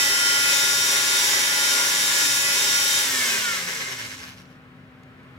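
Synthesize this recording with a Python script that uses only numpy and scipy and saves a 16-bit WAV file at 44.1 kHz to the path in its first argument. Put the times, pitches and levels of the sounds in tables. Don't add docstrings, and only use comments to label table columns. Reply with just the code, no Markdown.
import sys
import numpy as np
from scipy import signal
from scipy.fft import rfft, irfft, next_fast_len
from scipy.io import wavfile
from scipy.ndimage import uniform_filter1d

SR = 44100
rng = np.random.default_rng(int(sys.argv[2]) if len(sys.argv) > 2 else 0)


def to_wav(s):
    ch = np.atleast_2d(s).T
    pcm = np.round(np.clip(ch, -1, 1) * 32767)
    wavfile.write(sys.argv[1], SR, pcm.astype(np.int16))


N = 237258
TIME = np.arange(N) / SR
OFF_S = 3.018


def undb(db):
    return 10 ** (np.asarray(db) / 20)


def level(x, db):
    return x * undb(db) / np.sqrt(np.mean(x ** 2))


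def read(table, hz):
    table_hz, values = np.array(table).T
    return np.interp(np.log(hz + 1), np.log(table_hz), values)


def walk(rate, step=1):
    hold, count = int(SR / rate / step), -(-N // step)
    held = np.repeat(rng.standard_normal(count // hold + 1), hold)
    return 1.74 * uniform_filter1d(uniform_filter1d(held, hold), hold)[:count]


def bell(hz, centre_hz, width_hz):
    return 1 / (1 + (2 * (hz - centre_hz) / width_hz) ** 2)


def dips_db(hz):
    # (centre [Hz], width [Hz], depth [dB])
    dips = [(714, 23.6, 13), (917, 34, 8.5), (1190, 63, 8), (4490, 300, 0.5)]
    return -sum(db * bell(hz, centre_hz, width_hz) for centre_hz, width_hz, db in dips)


def housing_db(hz):
    # (centre [Hz], width [Hz], power added to a base of 0 dB [dB])
    housing = [(396.4, 26, 13), (552, 98, 7.5), (970, 35, 15), (1127, 107, 7), (1300, 50, 1.5),
               (1430, 38, 1.5), (1800, 620, 6), (2104, 51, 7), (2470, 44, 4.5), (3060, 250, -13),
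               (3760, 170, 1), (5100, 100, -0.5), (5680, 14, 7.5), (6430, 33, 8.5), (7596, 59, 10),
               (8026, 63, -17), (11210, 370, 6)]
    # (centre [Hz], width [Hz], power added to the same base [dB])
    head_rings = [(1552, 35, 8.5), (1867, 15, 11), (3580, 30, 3.5), (2988, 17, 8), (3270, 20, 6),
                  (3300, 20, 5.5), (4100, 18, 8.5), (4935, 44, 6), (5450, 18, 7.5), (5940, 23, 5.5)]
    power = 1 + sum(undb(2 * db) * bell(hz, centre_hz, width_hz)
                    for centre_hz, width_hz, db in housing + head_rings)
    return 10 * np.log10(power) + dips_db(hz)


def pair(envelope, colour_db, side_table, centred_db, echo_db=-61.0, t60=.12, same=.3):
    centred_hz = 1240
    size = next_fast_len(N + 8192)
    hz = np.arange(size // 2 + 1) * SR / size
    first, other = rng.standard_normal((2, N))
    noise = np.array([first, same * first + np.sqrt(1 - min(same, 1) ** 2) * other])
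    echoes = rng.standard_normal((2, 8192)) * np.exp(-np.log(1000) * np.arange(8192) / SR / t60)
    echoes = undb(echo_db) * echoes / np.sqrt(np.sum(echoes[0] ** 2))
    paths = rfft(echoes, size) + np.array([[1], [1j]])
    mid, side = rfft(envelope * noise, size) * undb(colour_db(hz)) * paths
    side_db = read(side_table, hz) - (hz < centred_hz) * centred_db(hz)
    mid, side = irfft(mid, size)[:N], irfft(side * undb(side_db), size)[:N]
    return np.array([mid + side, mid - side]) / np.std(mid)


def shaft():
    # (time [s], speed [turns per s])
    driven_speed = [(0, 281.9), (.3, 282.25), (.75, 283.1), (1.35, 283.65), (1.75, 283.3), (2.2, 283.6),
                    (2.45, 283.55), (3.02, 284.4)]
    friction, drag_per_s = 140, .15
    driven = np.interp(TIME, *np.transpose(driven_speed))
    offset = friction / drag_per_s
    slowing = np.exp(-drag_per_s * np.maximum(TIME - OFF_S, 0))
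    return np.maximum((driven + offset) * slowing - offset, 0)


def whine(speed, turn, rattle_db, waver_db=.5, flutter_db=1.3, sway=0.22):
    # (multiple of the shaft rate, left base level [dB], right base level [dB],
    # left leads [radians])
    tones = [(1, -45, -58, 3.1), (2, -49, -49, -0.1), (3, -46, -47, -0.5), (4, -49, -60, 0.6),
             (5, -30.5, -36.5, 1.7), (6, -42, -47, -0.8), (7, -38, -33, -2.0), (8, -40, -45, 1.7),
             (9, -34, -37, -2.6), (10, -48, -41, 1.2), (11, -41, -38, -0.3), (12, -42, -37, -2.8),
             (13, -31, -35, 0.8), (14, -45, -46, -0.0), (15, -42, -45, -1.5), (16, -52, -50, -2.5),
             (17, -42, -36, -2.7), (18, -35, -43, -2.0), (19, -35, -34, -3.1), (20, -32, -35, 0.1),
             (21, -40, -42, -1.0), (22, -41, -45, -0.3), (23, -42, -40, 2.5), (24, -36, -38, 0.3),
             (25, -45, -45, 1.4), (29, -50, -50, 0.0), (31, -49, -48, 0.2), (39, -36, -36, 0.8)]
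    # (pitch [Hz], level over the rattle [dB])
    coast_levels = [(60, -11), (110, -14), (150, -20), (190, -20), (280, -14), (340, -27), (450, -19),
                    (520, -21), (600, -26), (750, -25), (1000, -25), (1170, -16), (1260, -11), (1330, -4),
                    (1460, -5), (1510, -12), (1570, -6), (1640, -14), (1730, -5), (1820, -5), (1900, -16),
                    (1990, -5), (2060, -13), (2150, -5), (2260, -6), (2400, -15), (2520, -6), (2700, -9),
                    (2900, -11), (3050, -8), (3300, -12), (3800, -11), (4500, -17), (5700, -16),
                    (7000, -21), (8200, -25), (8700, -17), (10100, -19), (10450, -27), (10700, -21),
                    (11000, -21)]
    # (pitch [Hz], left leads [radians])
    coast_leads = [(500, .1), (720, 1.5), (1400, 1.3), (2350, 1.3), (2650, 2.4), (3200, .8), (11000, .4)]
    settling = {1: 3, 5: -1.5, 7: 3.5, 8: -3, 11: 5.5, 13: -1, 18: 1, 19: 7, 20: -7, 24: -6}
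    # (time [s], length [s], multiple of the shaft rate, change [dB])
    flares = [(1.33, .25, 5, -8), (1.36, .12, 7, 4), (1.4, .14, 6, 6), (1.9, .14, 6, 5), (2.2, .25, 6, 8),
              (2.27, .12, 1, 8), (2.1, .2, 20, -4), (2.3, .4, 39, 1.5), (2.72, .2, 39, -5),
              (2.85, .4, 19, 7), (.5, .25, 9, 6), (.9, .2, 19, -6), (.38, .3, 13, -4), (2.35, .8, 5, -3.5),
              (2.85, .4, 18, -4), (2.9, .25, 11, 4), (.1, .25, 9, -4), (1.8, .4, 9, -3), (2.5, .15, 13, -5),
              (1.9, .15, 13, -3), (1.9, .3, 20, 2)]
    settled_s, settle_span_s = 0.5, .35
    sagging, sag_db_per_s = (5, 7, 20, 24), 1.5
    coast_even_db, whistle_coast_db = -12.5, 5.5
    ripple_hz = 100

    out = np.zeros((2, N))
    step = 64
    every = np.arange(0, N, step)
    t = every / SR
    speed, rattle_db = speed[every], rattle_db[every]
    early = np.clip((settled_s - t) / settle_span_s + .5, 0, 1)
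    free = np.clip((t - OFF_S) / 0.099, 0, 1)
    fade_db = -55 * np.clip(1 - speed / 200, 0, .35)
    for k, left_db, right_db, lead in tones:
        coast_db = rattle_db + read(coast_levels, k * speed) + np.clip((k - 3) / 4, 0, 1) * fade_db
        coast_db = coast_db - 3 * (15 < k < 39) + 3 * (k == 7) + (k == 9) - 6 * (k == 5)
        coast_db = coast_db + 2 * (k in (11, 13)) + (k % 2 == 0) * coast_even_db
        coast_db = coast_db + (k == 39) * (whistle_coast_db + (speed / speed.max() - 1) * 12)

        swell_db = 1 + settling.get(k, 0) * early + (k in sagging) * sag_db_per_s * (OFF_S / 2 - t)
        swell_db = swell_db + sum(db * np.exp(-(2 * (t - s) / length) ** 2)
                                  for s, length, which, db in flares if which == k)

        steady = 1 / 3 if k in (1, 39) else 1
        waver = waver_db * walk(8.04, step) + free * 1.3 * walk(18, step)
        loose_db = steady * (waver + flutter_db * walk(30, step) - .7)
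        drift = 2 * np.pi * rng.random() + steady * sway * (1 - free / 2) * walk(15, step)
        apart = (1 - free) * lead + free * read(coast_leads, k * speed)
        apart = apart + min(k / 16, .5) * sway * walk(5, step) * steady

        for channel, db, shift in ((0, left_db, apart), (1, right_db, 0.00098)):
            tone_db = (1 - free) * (db + swell_db) + free * coast_db
            gain = undb(tone_db + loose_db + steady * .8 * walk(6.09, step))
            gain, angle = (np.interp(np.arange(N), every, c) for c in (gain, drift + shift))
            out[channel] += gain * np.sin(2 * np.pi * k * turn + angle)
    pull = 1 + .09 * np.cos(2 * np.pi * ripple_hz * TIME) * (TIME < OFF_S)
    return np.sqrt(2) * out * pull


def rattle(turn, sharp=0.58, uneven=0.1, scatter_db=0.5):
    # (frequency [Hz], relative level per Hz [dB])
    knock_colour = [(90, -37), (150, -22), (280, -11), (400, -10.5), (700, -7.5), (1200, -5.5), (1500, -2),
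                    (2100, -3.5), (3200, -6), (4650, -5.5), (5800, -4.5), (8000, -18.5), (11000, -14),
                    (15700, -22.5)]
    # (frequency [Hz], side minus mid [dB])
    knock_side = [(60, -12.5), (110, -22), (200, -5), (380, -7), (550, -5.5), (750, -0.5), (1000, -0.5),
                  (1230, 2), (1300, -1.5), (2380, 3), (4400, -1), (8120, -3), (15000, -17)]
    swing = (2 * turn).astype(int)
    size = undb(scatter_db * rng.standard_normal(swing[-1] + 1))[swing]
    size = size * (1 + uneven * (-1.) ** swing)
    burst = size * np.exp(-(2 * turn % 1) / sharp) + 0.38
    burst = burst / np.sqrt(uniform_filter1d(burst ** 2, 4410)) * undb(0.71 * walk(12))
    return pair(burst, lambda hz: read(knock_colour, hz) + housing_db(hz), knock_side, housing_db, echo_db=-9.0)


def lean(knocks, speed):
    # (centre [Hz], width [Hz], change before speed weighting [dB])
    slow_rings = [(397, 60, -6), (975, 90, -13.5), (1750, 380, 1.5), (3250, 500, -2), (5040, 110, -1),
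                  (5720, 80, 6.5), (2040, 190, 7.5), (6290, 160, 7.5), (6410, 50, -8.5), (11230, 500, -4.5)]
    ring_dies, ring_span = 62, 50
    uneven_db = 2.5
    upper, lower = (signal.sosfiltfilt(signal.butter(1, band_hz, "bandpass", fs=SR, output="sos"), knocks)
                    for band_hz in ((2400, 3100), (1600, 2330)))
    alive = np.clip((speed - ring_dies) / ring_span, 0, 1.5)
    rings = 0
    for hz, width_hz, db in slow_rings:
        ring = signal.lfilter(*signal.iirpeak(hz, hz / width_hz, fs=SR), knocks)
        rings = rings + (undb(db) - 1) * (alive if db > 0 else 1) * ring
    slow = 1 - speed / speed.max()
    leaning = knocks + slow * (0.81 * (upper - lower) + rings)
    return leaning * undb(uneven_db * slow * (walk(16) + walk(60)))


def fan(speed, turn, split_hz=9000, dulling=0.89):
    # (frequency [Hz], relative level per Hz [dB])
    air_colour = [(1470, -46.5), (2500, -9), (3420, -5), (3700, -6), (4440, -8.5), (5590, -1.5), (5990, -4),
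                  (7770, -5.5), (10000, -11), (11300, -10.5), (15600, -16.5)]
    # (frequency [Hz], side minus mid [dB])
    air_side = [(60, -12), (110, -17), (200, -11), (380, 0), (700, -8.5), (1290, 0), (2380, -10.5),
                (4400, -1.5), (8120, -6), (11000, -7.5), (15000, -11)]
    beat = 1 + .24 * np.cos(4 * np.pi * turn) + .13 * np.cos(2 * np.pi * turn)
    flow = beat * undb(.7 * walk(14))
    air = pair(flow, lambda hz: read(air_colour, hz) + .6 * housing_db(hz), air_side, lambda hz: 0,
               echo_db=-9.0)
    body = signal.sosfiltfilt(signal.butter(2, split_hz, fs=SR, output="sos"), air)
    return body + (air - body) * (speed / speed.max()) ** dulling


def ticks(t60=.02, soft_hz=3000):
    # (time [s], peak level [dB], lowest frequency [Hz], highest frequency [Hz])
    tick_list = [(4.4545, -43, 2200, 6500), (5.034, -45, 1200, 12500), (5.232, -56, 1500, 13500)]
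    out = np.zeros((2, N))
    t = np.arange(2200) / SR
    for s, db, low_hz, top_hz in tick_list:
        band = signal.butter(4, [low_hz, top_hz], "bandpass", fs=SR, output="sos")
        noise = rng.standard_normal((2, len(t))) + rng.standard_normal(len(t))
        burst = signal.sosfilt(band, noise)
        burst = signal.lfilter(*signal.butter(1, soft_hz, fs=SR), burst) * np.exp(-np.log(1000) * t / t60)
        burst = burst / np.max(np.abs(burst))
        start = int(s * SR)
        out[:, start:start + len(t)] += undb(db) * burst
    return out


def room():
    # (frequency [Hz], relative level per Hz [dB])
    rumble_colour = [(25, -34.5), (45, -21.5), (70, -11), (130, -2.5), (210, -11), (330, -16), (570, -17.5),
                     (750, -22), (1300, -18.5), (2200, -25), (4000, -37), (6500, -47), (11500, -52),
                     (15700, -52)]
    # (frequency [Hz], side minus mid [dB])
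    rumble_side = [(60, -9.5), (110, -29), (200, -7.5), (330, -10.5), (550, -13), (700, -4), (1290, -2.5),
                   (2380, 2.5), (4400, -0.5), (8120, -5), (15000, -22)]
    # (centre [Hz], width [Hz], level before stereo balance [dB rms])
    hums = [(138, 13, -66.5), (181.2, 8.3, -59.5), (766, 7.6, -69.5)]
    rumble_db, swell_s, swell_db_per_s = -49.5, 4.7, 3
    tone_hz, tone_db = 255.8, -54.5

    swell_db = swell_db_per_s * np.maximum(TIME - swell_s, 0)
    envelope = undb(.6 * walk(2.9) + swell_db)
    rumble = pair(envelope, lambda hz: read(rumble_colour, hz) + dips_db(hz), rumble_side, dips_db)
    rumble = undb(rumble_db) * rumble
    tone_gain = np.sqrt(2) * undb(tone_db + 0.57 * walk(6))
    tones = tone_gain * np.sin(2 * np.pi * tone_hz * TIME + .5 * walk(6.2))
    for hz, width_hz, db in hums:
        b, a = signal.iirpeak(hz, hz / width_hz, fs=SR)
        hum = signal.lfilter(b, a, signal.lfilter(b, a, rng.standard_normal(N)))
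        tones = tones + level(hum, db)
    return rumble * undb(np.array([[.6], [-.6]])) + tones * undb(np.array([[2.1], [-2.1]]))


def scene():
    # (speed [turns per s], rattle level [dB], fan level [dB])
    effort = [(28, -78, -80), (45.3, -60.5, -70), (60.7, -54.5, -65), (82.7, -45.5, -49.5),
              (104.5, -38.5, -41.5), (137, -34.5, -35.5), (188, -32.5, -30), (225, -30, -26),
              (278, -29.5, -25)]
    speed = shaft()
    turn = np.cumsum(speed) / SR
    effort_speed, *parts = np.transpose(effort)
    rattle_db, fan_db = (np.interp(speed, effort_speed, part_db) for part_db in parts)
    knocks = undb(rattle_db) * lean(rattle(turn), speed)
    hiss = undb(fan_db) * fan(speed, turn)
    tool = knocks + hiss + whine(speed, turn, rattle_db)
    stop = np.clip(speed / 14 - 1, 0, 1)
    return stop * tool + room() + ticks()


def record(dry):
    return signal.sosfilt(signal.ellip(12, .2, 80, 15800, fs=SR, output="sos"), dry)


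dry = scene()
out = record(dry)
to_wav(out)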